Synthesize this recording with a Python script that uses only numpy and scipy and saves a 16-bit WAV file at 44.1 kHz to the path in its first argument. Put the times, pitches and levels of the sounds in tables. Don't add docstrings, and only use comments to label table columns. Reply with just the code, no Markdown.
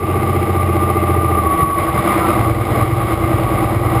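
import sys
import numpy as np
from scipy import signal
from scipy.fft import rfft, irfft
from scipy.io import wavfile
from scipy.ndimage import uniform_filter1d

SR = 44100
rng = np.random.default_rng(int(sys.argv[2]) if len(sys.argv) > 2 else 0)


def int16_out(signal):
    q = np.round(np.clip(np.atleast_2d(signal).T, -1, 1) * 32767)
    wavfile.write(sys.argv[1], SR, q.astype(np.int16))


N = 176400

# multiple of the cycle rate, relative level/dB running, relative level/dB lugging
EXHAUST_ORDERS = [(5, -49, -37), (6, -16, -21), (7, -36, -28), (8, -23.5, -23), (9, -24.5, -38),
                  (10, -50, -17), (11, -65, -21), (12, -48, -11), (13, -72, -90), (14, -30.5, -17),
                  (15, -52.5, -27), (16, -45, -58)]
# t/s, level/dB
BOOM_ENVELOPE = [(0.0, -20), (0.15, -14.5), (1.3, -14.5), (1.58, -23.5), (1.63, -15), (1.7, -31),
                 (2.0, -16), (2.03, -25.5), (2.33, -24), (2.39, -14.5), (2.64, -18), (2.66, -50),
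                 (2.72, -16.5), (3.92, -16.5), (3.98, -15), (4.0, -37)]

def boom(cycle, lug, trim_db=-3, waver_db=1.5):
    gains = np.array([undb(running + (lugging - running) * lug) for _, running, lugging in EXHAUST_ORDERS])
    gains = gains / np.sqrt((gains ** 2).sum(0) / 2)
    out = 0
    for (order, _, _), gain in zip(EXHAUST_ORDERS, gains):
        out = out + gain * undb(waver_db * walk(12)) * np.cos(2 * np.pi * order * cycle)
    return out * undb(curve(BOOM_ENVELOPE) + trim_db)


CYLINDER_LEVELS = [(-4.5, -3, -4.5, -0.5), (-2.5, -5, -4.5, -3.5), (-10, 0.5, -3, -2), (4.5, -1, -3, -1.5),
                   (-9, 9, -3.5, -1.5), (13, -11, -1, -1)]

def bark(cycle, lug, scatter_db=1.4):
    count = len(CYLINDER_LEVELS)
    firing = np.floor(cycle * count).astype(int)
    onsets = np.flatnonzero(np.diff(firing)) + 1
    levels = np.array(CYLINDER_LEVELS)[firing[onsets] % count]
    scatter = scatter_db * rng.standard_normal(len(onsets))

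    def yelps(firing_db, start_hz, end_hz, length_s):
        pulses = np.zeros(N)
        pulses[onsets] = undb(firing_db + scatter)
        hz = np.linspace(start_hz, end_hz, int(length_s * SR))
        yelp = np.hanning(len(hz)) * np.sin(2 * np.pi * np.cumsum(hz) / SR)
        return unit(signal.fftconvolve(pulses, yelp, "same"))

    running = yelps(levels[:, 0], start_hz=535, end_hz=246, length_s=0.07) * undb(-26)
    lugging = yelps(levels[:, 1], start_hz=365.5, end_hz=309, length_s=0.16) * undb(-30.5)
    return running * np.sqrt(1 - lug) + lugging * np.sqrt(lug)


# f/Hz, relative level/dB
ROAR_SLOPE = [(60, -71), (150, -54.5), (250, -50), (550, -56), (760, -55.5), (870, -60), (1100, -56),
              (1400, -64), (1750, -69), (2250, -64), (2500, -70.5), (3900, -76.5), (4500, -85.5),
              (5100, -80), (5600, -93.5)]
# f/Hz, width/Hz, lift/dB
PANEL_RESONANCES = [(192, 31, 5.5), (331, 50.5, 15), (470, 77, 6.5), (598.6, 46, 10.5), (689, 50, 8),
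                    (792, 61, 12.5), (968, 130, 2), (1122, 33, 12), (1205.3, 69.6, 13.5), (1302, 18, 6.5),
                    (1519, 19, 6), (1945, 97, 6.5), (2078, 14, 10), (2177, 128, 5)]
# t/s, treble level/dB before its trim, middle level/dB
ROAR_ENVELOPE = [(0.0, -39.5, -37), (0.07, -34, -25), (0.19, -33.5, -26), (1.27, -33.5, -24.5),
                 (1.57, -32.5, -26.5), (1.61, -30, -24.5), (1.67, -36.5, -30), (1.86, -32, -25),
                 (2.17, -28, -21), (2.33, -28, -20), (2.58, -35.5, -27.5), (2.8, -29, -20),
                 (2.88, -33.5, -26), (3.56, -32, -22.5), (3.83, -35, -26), (3.85, -33, -23),
                 (4.0, -30.5, -22.5)]

def roar(cycle, lug, split_hz=1000, treble_trim_db=1, puff_db=1, flutter_db=0.78):
    count = len(CYLINDER_LEVELS)
    running, lugging = (np.interp(cycle * count, np.arange(count), levels, period=count)
                        for levels in np.array(CYLINDER_LEVELS).T[2:])
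    cylinder_db = running + (lugging - running) * lug
    puff = undb(cylinder_db + puff_db * np.cos(2 * np.pi * count * cycle) + flutter_db * walk(35.06))
    knocks, gas = clatter(cycle), rng.standard_normal(N)

    def panel_sound(clatter_share, unit_band_hz):
        drive = puff * (np.sqrt(clatter_share) * knocks + np.sqrt(1 - clatter_share) * gas)
        ringing = colour(drive, ROAR_SLOPE, PANEL_RESONANCES)
        return ringing / band_rms(ringing, *unit_band_hz)

    middle = panel_sound(clatter_share=0.58, unit_band_hz=(480, 950))
    treble = panel_sound(clatter_share=0.26, unit_band_hz=(1500, 4500))
    lowpass = 1 / (1 + (freqs() / split_hz) ** 10)
    middle = irfft(rfft(middle) * lowpass) * undb(curve(ROAR_ENVELOPE, column=2))
    treble = irfft(rfft(treble) * (1 - lowpass)) * undb(curve(ROAR_ENVELOPE) + treble_trim_db)
    return middle + treble


def clatter(cycle, count=260):
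    angles, sizes = rng.random(count), rng.standard_normal(count)
    cycle_starts = np.arange(np.floor(cycle[0]), cycle[-1])[:, None]
    onsets = np.interp(cycle_starts + angles, cycle, np.arange(N), left=N, right=N).astype(int)
    knocks = np.bincount(onsets.ravel(), np.tile(sizes, len(cycle_starts)), N + 1)
    return unit(knocks[:N])


# t/s, f/Hz, level/dB
HIGH_RING = [(0, 1184, -26.5), (.2, 1170, -27), (.78, 1190, -25), (.88, 1192, -21), (1.4, 1182, -23.5),
             (1.44, 1133, -17), (1.88, 1128, -17.5), (1.93, 1141, -37), (4, 1175, -32.5)]
# start t/s, length/s, start f/Hz, crest level/dB
BOG_CHIRPS = [(1.97, 0.067, 1122, -23), (2.003, 0.16, 1420, -35), (2.051, 0.3, 1084, -25.5),
              (2.17, 0.2, 1380, -26), (2.2, 0.098, 1190, -34)]

def squeal(cycle, throb_db=3, throb_full_s=2.1, fall_hz_per_s=510):
    depth = throb_db * curve([(LUG_FULL_S, 0), (throb_full_s, 1)])
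    throb = depth * np.cos(4 * np.pi * cycle + np.pi / 2)
    out = shaky_tone(curve(HIGH_RING)) * undb(curve(HIGH_RING, column=2) + throb)
    for start, length, hz, db in BOG_CHIRPS:
        age = np.clip(np.arange(N) / SR - start, 0, length)
        out = out + shaky_tone(hz - fall_hz_per_s * age) * np.sin(np.pi * age / length) * undb(db)
    return out


def shaky_tone(hz, wobble_hz=6.49, flicker_db=1.1, roughness=0.31):
    phase = 2 * np.pi * np.cumsum(hz + wobble_hz * walk(60)) / SR
    flicker = undb(flicker_db * walk(30.03))
    grain = 1 + roughness * (walk(110) + 1j * walk(110))
    return unit((flicker * grain * np.exp(1j * phase)).real)


# f/Hz, width/Hz, level/dB
LOOSE_METAL = [(2610, 280, -44.5), (5300, 220, -63.5)]

def rattle(lug, spread_db=3.5):
    out = 0
    for hz, width, db in LOOSE_METAL:
        fits = undb(spread_db * np.clip(walk(78.8), -2, 2))
        out = out + unit(resonate(fits * rng.standard_normal(N), hz, width)) * undb(db)
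    return (1 - lug) * out


# t/s, level/dB
BUFFET_ENVELOPE = [(0, -26), (1.3, -29), (1.75, -26), (1.95, -26.5), (2.45, -22.5), (3, -23), (4, -24.5)]
# f/Hz, relative level/dB
BUFFET_SLOPE = [(15, -14), (35, -3.5), (55, 0), (90, 12), (130, 0.5), (230, -2), (500, -38.5)]

def buffeting():
    return unit(colour(rng.standard_normal(N), BUFFET_SLOPE)) * undb(curve(BUFFET_ENVELOPE))


def undb(db):
    return 10 ** (np.asarray(db) / 20)


def curve(rows, column=1):
    rows = np.array(rows)
    return np.interp(np.arange(N) / SR, rows[:, 0], rows[:, column])


def walk(rate_hz):
    span = int(SR / rate_hz)
    steps = np.repeat(rng.standard_normal(N // span + 1), span)
    return 1.447 * uniform_filter1d(uniform_filter1d(steps, span), span)[:N]


def freqs():
    return np.arange(N // 2 + 1) * SR / N + 1e-3


def unit(x):
    return x / np.std(x)


def colour(x, slope, peaks=()):
    f, slope = freqs(), np.array(slope)
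    db = np.interp(np.log(f), np.log(slope[:, 0]), slope[:, 1])
    for hz, width, lift in peaks:
        db = db + lift * np.exp(-2 * ((f - hz) / width) ** 2)
    cepstrum = irfft(np.log(undb(db)))
    cepstrum[1:N // 2] *= 2
    cepstrum[N // 2 + 1:] = 0
    return irfft(rfft(x) * np.exp(rfft(cepstrum)))


def resonate(x, hz, width):
    f = freqs()
    return irfft(rfft(x) / (1 + 1j * (f / hz - hz / f) * hz / width / 2) ** 2)


def band_rms(x, low_hz, high_hz):
    return np.std(irfft(rfft(x) * ((freqs() > low_hz) & (freqs() < high_hz))))


# t/s, four-stroke cycle rate f/Hz
CYCLE_RATE = [(0, 15.2), (.22, 15.35), (.35, 15.05), (.55, 14.93), (.68, 14.7), (.82, 14.82), (1.15, 14.5),
              (1.33, 14.15), (1.6, 12.3), (1.9, 10.55), (2.3, 9.15), (2.55, 9.8), (2.72, 9.35),
              (2.92, 9.72), (3.2, 9.56), (3.38, 9.66), (3.55, 9.6), (4, 9.66)]
LUG_FROM_S, LUG_FULL_S = 1.28, 1.78

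def scene():
    cycle = np.cumsum(curve(CYCLE_RATE)) / SR - 0.71
    lug = curve([(LUG_FROM_S, 0), (LUG_FULL_S, 1)])
    engine = boom(cycle, lug) + bark(cycle, lug) + roar(cycle, lug)
    return (engine + squeal(cycle) + rattle(lug) + buffeting())[None]


def record(dry):
    hold_hz, antialias_hz, top_hz = 12000, 5450, 15250
    narrow = signal.sosfilt(signal.butter(18, antialias_hz, fs=SR, output="sos"), dry)
    mirrored = narrow * (1 + 2 * np.cos(2 * np.pi * hold_hz * np.arange(N) / SR))
    held = irfft(rfft(mirrored) * np.sinc(freqs() / hold_hz))
    return signal.sosfilt(signal.ellip(10, .1, 80, top_hz, fs=SR, output="sos"), held)


dry = scene()
out = record(dry)
int16_out(out)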